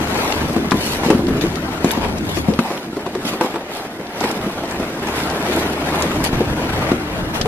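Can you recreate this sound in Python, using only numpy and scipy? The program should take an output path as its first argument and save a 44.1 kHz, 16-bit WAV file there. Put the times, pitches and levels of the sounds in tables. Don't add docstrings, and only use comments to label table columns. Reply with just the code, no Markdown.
import sys
import numpy as np
from scipy import signal
from scipy.fft import rfft, irfft, next_fast_len
from scipy.io import wavfile
from scipy.ndimage import uniform_filter1d, map_coordinates

SR = 44100
rng = np.random.default_rng(int(sys.argv[2]) if len(sys.argv) > 2 else 0)


def transcribe(signal):
    frames = np.atleast_2d(signal).T
    limited = np.clip(frames, -1, 1)
    pcm = np.round(limited * 32767).astype(np.int16)
    wavfile.write(sys.argv[1], SR, pcm)


N = 329427
TIME = np.arange(N) / SR
AGE = np.arange(int(.4 * SR)) / SR

# time_s, level_db
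WHEEL_RUMBLE = [(0, -28), (.5, -25), (.92, -30), (1.5, -25), (1.75, -31.5), (2.05, -27), (2.7, -34.5),
                (2.9, -32.5), (3.3, -27.5), (3.68, -38), (4.08, -37), (4.3, -27.5), (4.65, -31), (5.1, -29),
                (6.1, -24.5), (7.1, -32.5), (7.47, -27)]
# pitch_hz, level_db, t60_s (before a knock's damping factor)
PLANK_MODES = [(181.4, -2.5, 0.15), (219, 2.5, 0.13), (265.4, 1, 0.094), (349.4, 7.5, 0.081),
               (435, 13, 0.038), (528, 3, 0.15)]
# frequency_hz, side_gain_db
NOISE_WIDTH = [(50, -24), (110, -18), (300, -13.5), (700, -11.5), (1290, -2.5), (2380, 4), (4400, 5.4),
               (15000, 3.8)]
# frequency_hz, side_gain_db
IMPACT_WIDTH = [(200, -20), (700, -14), (1300, -9), (2400, -3), (4400, 0), (10000, 4)]


def amp(db):
    return 10 ** (np.asarray(db) / 20)


def unit(x):
    return x / np.sqrt(np.mean(x ** 2) + 1e-20)


def along(points, hz):
    point_hz, values = np.transpose(points)
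    return np.interp(np.log(hz + 1), np.log(point_hz + 1), values)


def curves(rows):
    times, *columns = np.transpose(rows)
    return [np.interp(TIME, times, column) for column in columns]


def wobble(rate):
    return map_coordinates(rng.standard_normal(int(N * rate / SR) + 4), [TIME * rate])


def filtered(x, response):
    size = next_fast_len(x.shape[-1] + 8192)
    return irfft(rfft(x, size) * response(np.fft.rfftfreq(size, 1 / SR)), size)[..., :x.shape[-1]]


def coloured(x, spectrum):
    return unit(filtered(x, lambda hz: amp(along(spectrum, hz))))


def patchy(x, depth_db):
    spectra = signal.stft(x, nperseg=1024)[2]
    patches = rng.standard_normal(spectra.shape[1:])
    for axis in (0, 1):
        patches = uniform_filter1d(patches, size=5, axis=axis)
    gain = amp(depth_db * np.tanh(unit(patches)))
    return unit(signal.istft(spectra * gain, nperseg=1024)[1][:, :N])


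def grains(rate, spread_db, hiss):
    sizes = rng.standard_normal((2, N)) * amp(spread_db * np.clip(rng.standard_normal(N), -2, 2))
    impacts = unit(sizes * (rng.random(N) < rate / SR))
    return impacts + hiss * rng.standard_normal((2, N))


def ports(mid_side, width):
    side = filtered(mid_side[1], lambda hz: amp(along(width, hz)))
    return np.array([mid_side[0] + side, mid_side[0] - side])


def add(track, start_s, sound):
    part = track[..., max(round(start_s * SR), 0):][..., :sound.shape[-1]]
    part += sound[..., :part.shape[-1]]


def swell(peak_s, rise_s, fall_s):
    return np.exp(-(np.abs(TIME - peak_s) / np.where(TIME < peak_s, rise_s, fall_s)) ** 1.6)


def decay(t60_s):
    return amp(-60 * AGE / t60_s)


def burst(x):
    return x / np.sqrt(np.sum(x ** 2, axis=-1, keepdims=True) / (.03 * SR))


def puff(low_hz, high_hz, t60_s, order=1):
    high_hz = np.clip(high_hz, low_hz + 100, SR / 2 - 500)
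    band = signal.butter(order, [low_hz, high_hz], "band", fs=SR, output="sos")
    return burst(signal.sosfilt(band, rng.standard_normal((2, len(AGE))) * decay(t60_s)))


def ring(modes, centre_hz, octaves, scatter_db, damping):
    hz, db, t60_s = np.transpose(modes)[:, :, None]
    detune, scatter = rng.standard_normal((2, len(modes), 1))
    level_db = db + scatter_db * scatter - 10 * (np.log2(hz / centre_hz) / octaves) ** 2
    partials = np.sin(2 * np.pi * hz * (1 + .04 * detune) * AGE)
    return np.sum(amp(level_db) * decay(t60_s / damping) * partials, axis=0)


def wind():
    # time_s, level_db
    strength = [(0, -25.5), (.5, -26.5), (1.05, -26.5), (1.3, -28.5), (1.6, -26.5), (2.1, -28),
                (2.65, -31.5), (2.9, -32), (3.3, -28), (4.08, -31), (4.35, -27.5), (4.65, -28.5),
                (5.15, -25), (6.05, -24.5), (6.5, -26), (6.85, -24.5), (7, -26.5), (7.47, -28)]
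    # time_s, level_db
    gusts = [(0, -36), (.55, -29), (1.35, -29), (1.7, -37), (2.1, -25), (2.6, -32.5), (2.64, -57),
             (4.15, -67), (4.21, -39), (5.9, -40.5), (6.35, -26), (7.47, -28)]
    # frequency_hz, level_db
    buffet_eq = [(15, -22), (25, 4), (38, -6.5), (60, 4), (110, 3), (170, 1.5), (300, -6.5), (700, -83)]
    # frequency_hz, level_db
    rush_eq = [(240, -20), (400, 2.5), (510, -3.5), (621, -1.5), (1170, -9), (1350, -8), (3240, -21.5),
               (6510, -32), (12300, -34.5), (13900, -34), (15000, -54)]
    eddies, strength_db = wobble(14), curves(strength)[0]
    buffet = amp(curves(gusts)[0] + 3.9 * eddies) * coloured(rng.standard_normal((2, N)), buffet_eq)
    air = patchy(coloured(grains(rate=900, spread_db=1.0, hiss=1.74), rush_eq), depth_db=3.5)
    shelf_hz, usual_strength_db = 200, -25.5
    lows = filtered(air, lambda hz: 1 / (1 + (hz / shelf_hz) ** 4))
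    brightness = amp(0.58 * (strength_db - usual_strength_db))
    air = lows + brightness * (air - lows)
    flutter_db = 0.79 * eddies + 1.37 * wobble(60)
    rush = amp(strength_db + 0.5 + flutter_db) * air
    return ports(buffet + rush, NOISE_WIDTH)


def engine():
    # multiple, level_db
    harmonics = [(1, -4.5), (2, -9), (3, -10), (4, -9)]
    # time_s, level_db
    loudness = [(0, -27.5), (1, -27), (2.58, -30.5), (2.66, -48), (4.1, -46), (4.5, -40.5), (5.2, -30),
                (6.6, -27), (7.47, -25.5)]
    firing_hz = 77 * (1 + 0.01596 * wobble(5))
    phase = 2 * np.pi * np.cumsum(firing_hz) / SR
    drone = sum(amp(db + 5.4 * np.tanh(wobble(5.6))) * np.sin(k * phase) for k, db in harmonics)
    return amp(curves(loudness)[0]) * drone


def plank_response(hz):
    response = 0
    for mode_hz, level_db, t60_s in PLANK_MODES:
        bandwidth_hz = np.log(1000) / (np.pi * t60_s)
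        loss = 1j * hz * bandwidth_hz
        response += amp(level_db) * loss / (mode_hz ** 2 - hz ** 2 + loss)
    return response


def rolling():
    # frequency_hz, level_db
    jolt_eq = [(70, -15), (140, -3), (220, 2.5), (330, 3), (450, -13), (700, -14), (1200, -32), (3000, -80)]
    # peak_s, level_db, swell_and_fade_s, pitch_hz
    rocking_boards = [(0.61, -20.5, 0.05, 246), (1.28, -20.5, 0.16, 268), (2.225, -22, 0.032, 222),
                      (2.53, -21.5, 0.039, 440), (5.6, -21.5, 0.045, 302), (6.3, -30, 0.084, 274)]
    jolts = coloured(grains(rate=420, spread_db=-1.1, hiss=0.77), jolt_eq)
    hollow = unit(filtered(jolts, plank_response))
    rumble = amp(curves(WHEEL_RUMBLE)[0]) * (1.095 * jolts + 0.12 * hollow)
    shaking = filtered(rng.standard_normal((2, N)), plank_response)
    booms, spread_octaves = np.zeros((2, N)), 0.49
    for peak_s, level_db, swell_s, pitch_hz in rocking_boards:
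        boom = filtered(shaking, lambda hz: amp(-10 * (np.log2((hz + 1) / pitch_hz) / spread_octaves) ** 2))
        booms += amp(level_db) * swell(peak_s, swell_s, swell_s) * unit(boom)
    return ports(rumble + booms, IMPACT_WIDTH)


def scuffing():
    # peak_s, rise_s, fall_s, sand_db, board_db
    scuffs = [(0.27, 0.31, .24, -31, -26), (0.875, 0.11, 0.085, -25.5, -32),
              (1.085, 0.094, 0.073, -29, -24), (1.419, 0.0077, 0.021, -28, -23.5),
              (1.87, .05, 0.11, -34.5, -46), (2.03, 0.19, 0.072, -40, -26.5), (2.37, .1, 0.044, -30, -34.5),
              (2.7, 0.24, 0.12, -35.5, -28), (3.258, 0.0091, 0.065, -26, -26),
              (3.425, 0.011, 0.064, -32, -22.5), (3.73, 0.025, 0.14, -35, -30),
              (4.26, 0.11, 0.093, -31.5, -22.5), (4.7, 0.36, 0.38, -41, -37.5),
              (5.16, .1, 0.13, -31.5, -26.5), (5.56, 0.16, .12, -30.5, -30), (6, 0.11, 0.087, -33.5, -23.5),
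              (6.244, 0.0063, 0.029, -21, -24), (6.86, 0.1, 0.054, -46, -25.5),
              (7.349, 0.015, 0.048, -31, -25.5)]
    # frequency_hz, level_db
    grit_eq = [(900, -34), (1800, -0.5), (3400, 0), (5500, -4.5), (7500, -9), (12500, -7.5), (15000, -18)]
    # frequency_hz, level_db
    rub_eq = [(220, -27), (450, 5.5), (900, 7), (1500, -5), (2200, -5.5), (4000, -20), (9000, -36)]
    grinding = amp(curves(WHEEL_RUMBLE)[0] - 14)
    rubbing = np.zeros(N)
    for peak_s, rise_s, fall_s, sand_db, board_db in scuffs:
        stroke = swell(peak_s, rise_s, fall_s)
        grinding = np.hypot(grinding, amp(sand_db) * stroke)
        rubbing = np.hypot(rubbing, amp(board_db) * stroke)
    sand = patchy(coloured(grains(rate=360, spread_db=3, hiss=1.9), grit_eq), depth_db=7.5)
    pebbles = coloured(grains(rate=54, spread_db=2.5, hiss=0.11), grit_eq)
    wood = patchy(coloured(grains(rate=700, spread_db=1.5, hiss=0.56), rub_eq), depth_db=4.5)
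    judder = amp(1.3 * wobble(45))
    grit = grinding * (0.65 * sand + .2 * pebbles)
    return ports(judder * (grit + rubbing * wood), NOISE_WIDTH)


def stone_ticks():
    # start_s, level_db, pitch_hz
    ticks = [(0.323, -30, 3150), (0.71, -31.5, 3800), (1.104, -35.5, 5400), (1.268, -38.5, 3330),
             (1.286, -42, 2800), (1.411, -34.5, 3300), (1.556, -38.5, 3700), (1.845, -34, 5060),
             (1.908, -29.5, 3000), (1.914, -32.5, 10500), (2.046, -36.5, 2200), (2.183, -43, 5030),
             (2.537, -38, 3200), (2.776, -39, 2560), (3.063, -49, 3480), (3.152, -48, 3960),
             (3.769, -47, 8540), (4.011, -51, 3140), (4.068, -48, 3500), (4.206, -35.5, 4800),
             (4.241, -29, 2070), (4.313, -38.5, 6200), (4.414, -45, 3000), (4.655, -43.5, 3400),
             (4.711, -43, 6200), (5.071, -44, 5500), (5.202, -36, 2400), (5.3, -37.5, 4000),
             (5.562, -40, 9150), (6.023, -31, 5160), (6.241, -32, 9050), (7.413, -27, 3960)]
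    track = np.zeros((2, N))
    for start_s, level_db, pitch_hz in ticks:
        snap = puff(pitch_hz / 2, pitch_hz * np.sqrt(2), t60_s=.02, order=2)
        crumble = puff(pitch_hz / np.sqrt(2), pitch_hz * np.sqrt(2), t60_s=.07, order=2)
        add(track, start_s, amp(level_db) * (snap + .6 * crumble))
    return ports(track, IMPACT_WIDTH)


def knocks():
    # start_s, thud_db, thud_hz, clack_db, clack_hz
    blows = [(0.564, -14.5, 255, -23, 640), (0.7184, -16, 263, -18, 1100), (0.74, -18.5, 248, -40, 900),
             (1.034, -24, 300, -26, 842), (1.062, -18.5, 243, -32, 745), (1.085, -20, 386, -28, 800),
             (1.103, -10, 318, -16, 940), (1.129, -17.5, 325, -33, 1010), (1.148, -15, 250, -41, 800),
             (1.193, -18.5, 293, -35, 800), (1.283, -18.5, 270, -34, 910), (1.307, -18.5, 262, -37, 900),
             (1.439, -17.5, 322, -32, 850), (1.845, -12.5, 266, -18.5, 600), (1.976, -18.5, 290, -35, 850),
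             (2.372, -22.5, 347, -28, 1020), (2.485, -14, 200, -29, 433), (2.5901, -14.5, 238, -20, 1230),
             (2.704, -23.5, 366, -28, 945), (2.968, -21.5, 314, -32.5, 930), (3.064, -27, 383, -28, 1010),
             (3.151, -22.5, 344, -28, 950), (3.336, -29.5, 313, -31.5, 1040),
             (3.4105, -20.5, 358, -17, 875), (3.446, -21, 317, -30, 800), (3.541, -24.5, 370, -31, 990),
             (3.559, -27.5, 394, -25, 990), (3.997, -25.5, 294, -48, 700), (4.211, -26, 326, -24.5, 830),
             (4.24, -21.5, 274, -31, 800), (4.464, -21.5, 250, -37, 810), (4.636, -30, 324, -28.5, 780),
             (4.799, -21, 263, -32, 800), (5.49, -20.5, 370, -31, 600), (6.329, -21, 295, -30, 800),
             (6.407, -18, 310, -24, 635), (6.917, -14, 283, -26.5, 1150), (7.458, -23, 466, -24.5, 640)]
    # pitch_hz, level_db, t60_s (before the damping factor)
    tray_modes = [(493, 6, 0.097), (716, 10, 0.047), (863, -4, 0.094), (995, -5, 0.16), (1148, -5, 0.076),
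                  (1614, 2.5, 0.039), (1990, 4.5, 0.027), (2450, 12, 0.03)]
    track = np.zeros((2, N))
    for start_s, thud_db, thud_hz, clack_db, clack_hz in blows:
        attack_s = 0.00017 * amp(-thud_db)
        contact = 1 - np.exp(-AGE / attack_s)
        board = burst(contact * ring(PLANK_MODES, thud_hz, octaves=0.87, scatter_db=1.5, damping=0.79))
        push = burst(contact * np.sin(2 * np.pi * thud_hz * AGE) * decay(.034))
        tray = burst(ring(tray_modes, clack_hz, octaves=0.96, scatter_db=4.5, damping=0.82))
        slap = burst(np.sin(2 * np.pi * clack_hz * AGE) * decay(.016))
        thud_noise = puff(thud_hz, 1.53 * thud_hz, t60_s=0.15)
        clack_noise = puff(0.98 * clack_hz, 1.21 * clack_hz, t60_s=0.042)
        thud = amp(thud_db) * (0.84 * board + 0.59 * push + 0.28 * thud_noise)
        clack = amp(clack_db) * (0.68 * tray + 0.47 * slap + 0.5 * clack_noise)
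        crack_db = clack_db - 18.5 + 15 * np.log2(clack_hz / 1000)
        crack = amp(crack_db) * puff(1500, 4200, t60_s=0.05, order=2)
        low_cut = signal.butter(2, 0.42 * thud_hz, "high", fs=SR, output="sos")
        add(track, start_s, signal.sosfilt(low_cut, thud + clack + crack))
    return ports(track, IMPACT_WIDTH)


def scene():
    # time_s, low_width_db, lean_amount
    image = [(0, 3.5, 1.9), (.7, 0.5, 1), (1.2, -2, 0.7), (1.6, -1.5, 2), (2.5, 7.5, 1.3), (2.64, -13, 0.3),
             (4.4, -16.5, 0.3), (6.2, -3.5, 1.15), (7.47, 3, 1.2)]
    # frequency_hz, left_minus_right_db
    left_lean = [(100, 0), (350, .3), (700, 1.8), (1400, 2.6), (3000, 1.9), (6000, 2.3), (13000, .4)]
    mix = wind() + engine() + rolling() + scuffing() + knocks() + stone_ticks()
    width_db, lean = curves(image)
    crossover_hz = 1020
    low_side = filtered((mix[0] - mix[1]) / 2, lambda hz: 1 / (1 + (hz / crossover_hz) ** 2))
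    mix += np.outer([1, -1], (amp(width_db) - 1) * low_side)
    leaning = filtered(mix, lambda hz: amp(np.outer([.5, -.5], along(left_lean, hz))))
    return mix + lean * (leaning - mix)


def record(dry):
    ceiling, high_cut_hz = .96, 14300
    saturated = dry / (1 + np.abs(dry / ceiling) ** 6) ** (1 / 6)
    return filtered(saturated, lambda hz: (hz < 15700) / np.sqrt(1 + (hz / high_cut_hz) ** 60))


dry = scene()
out = record(dry)
transcribe(out)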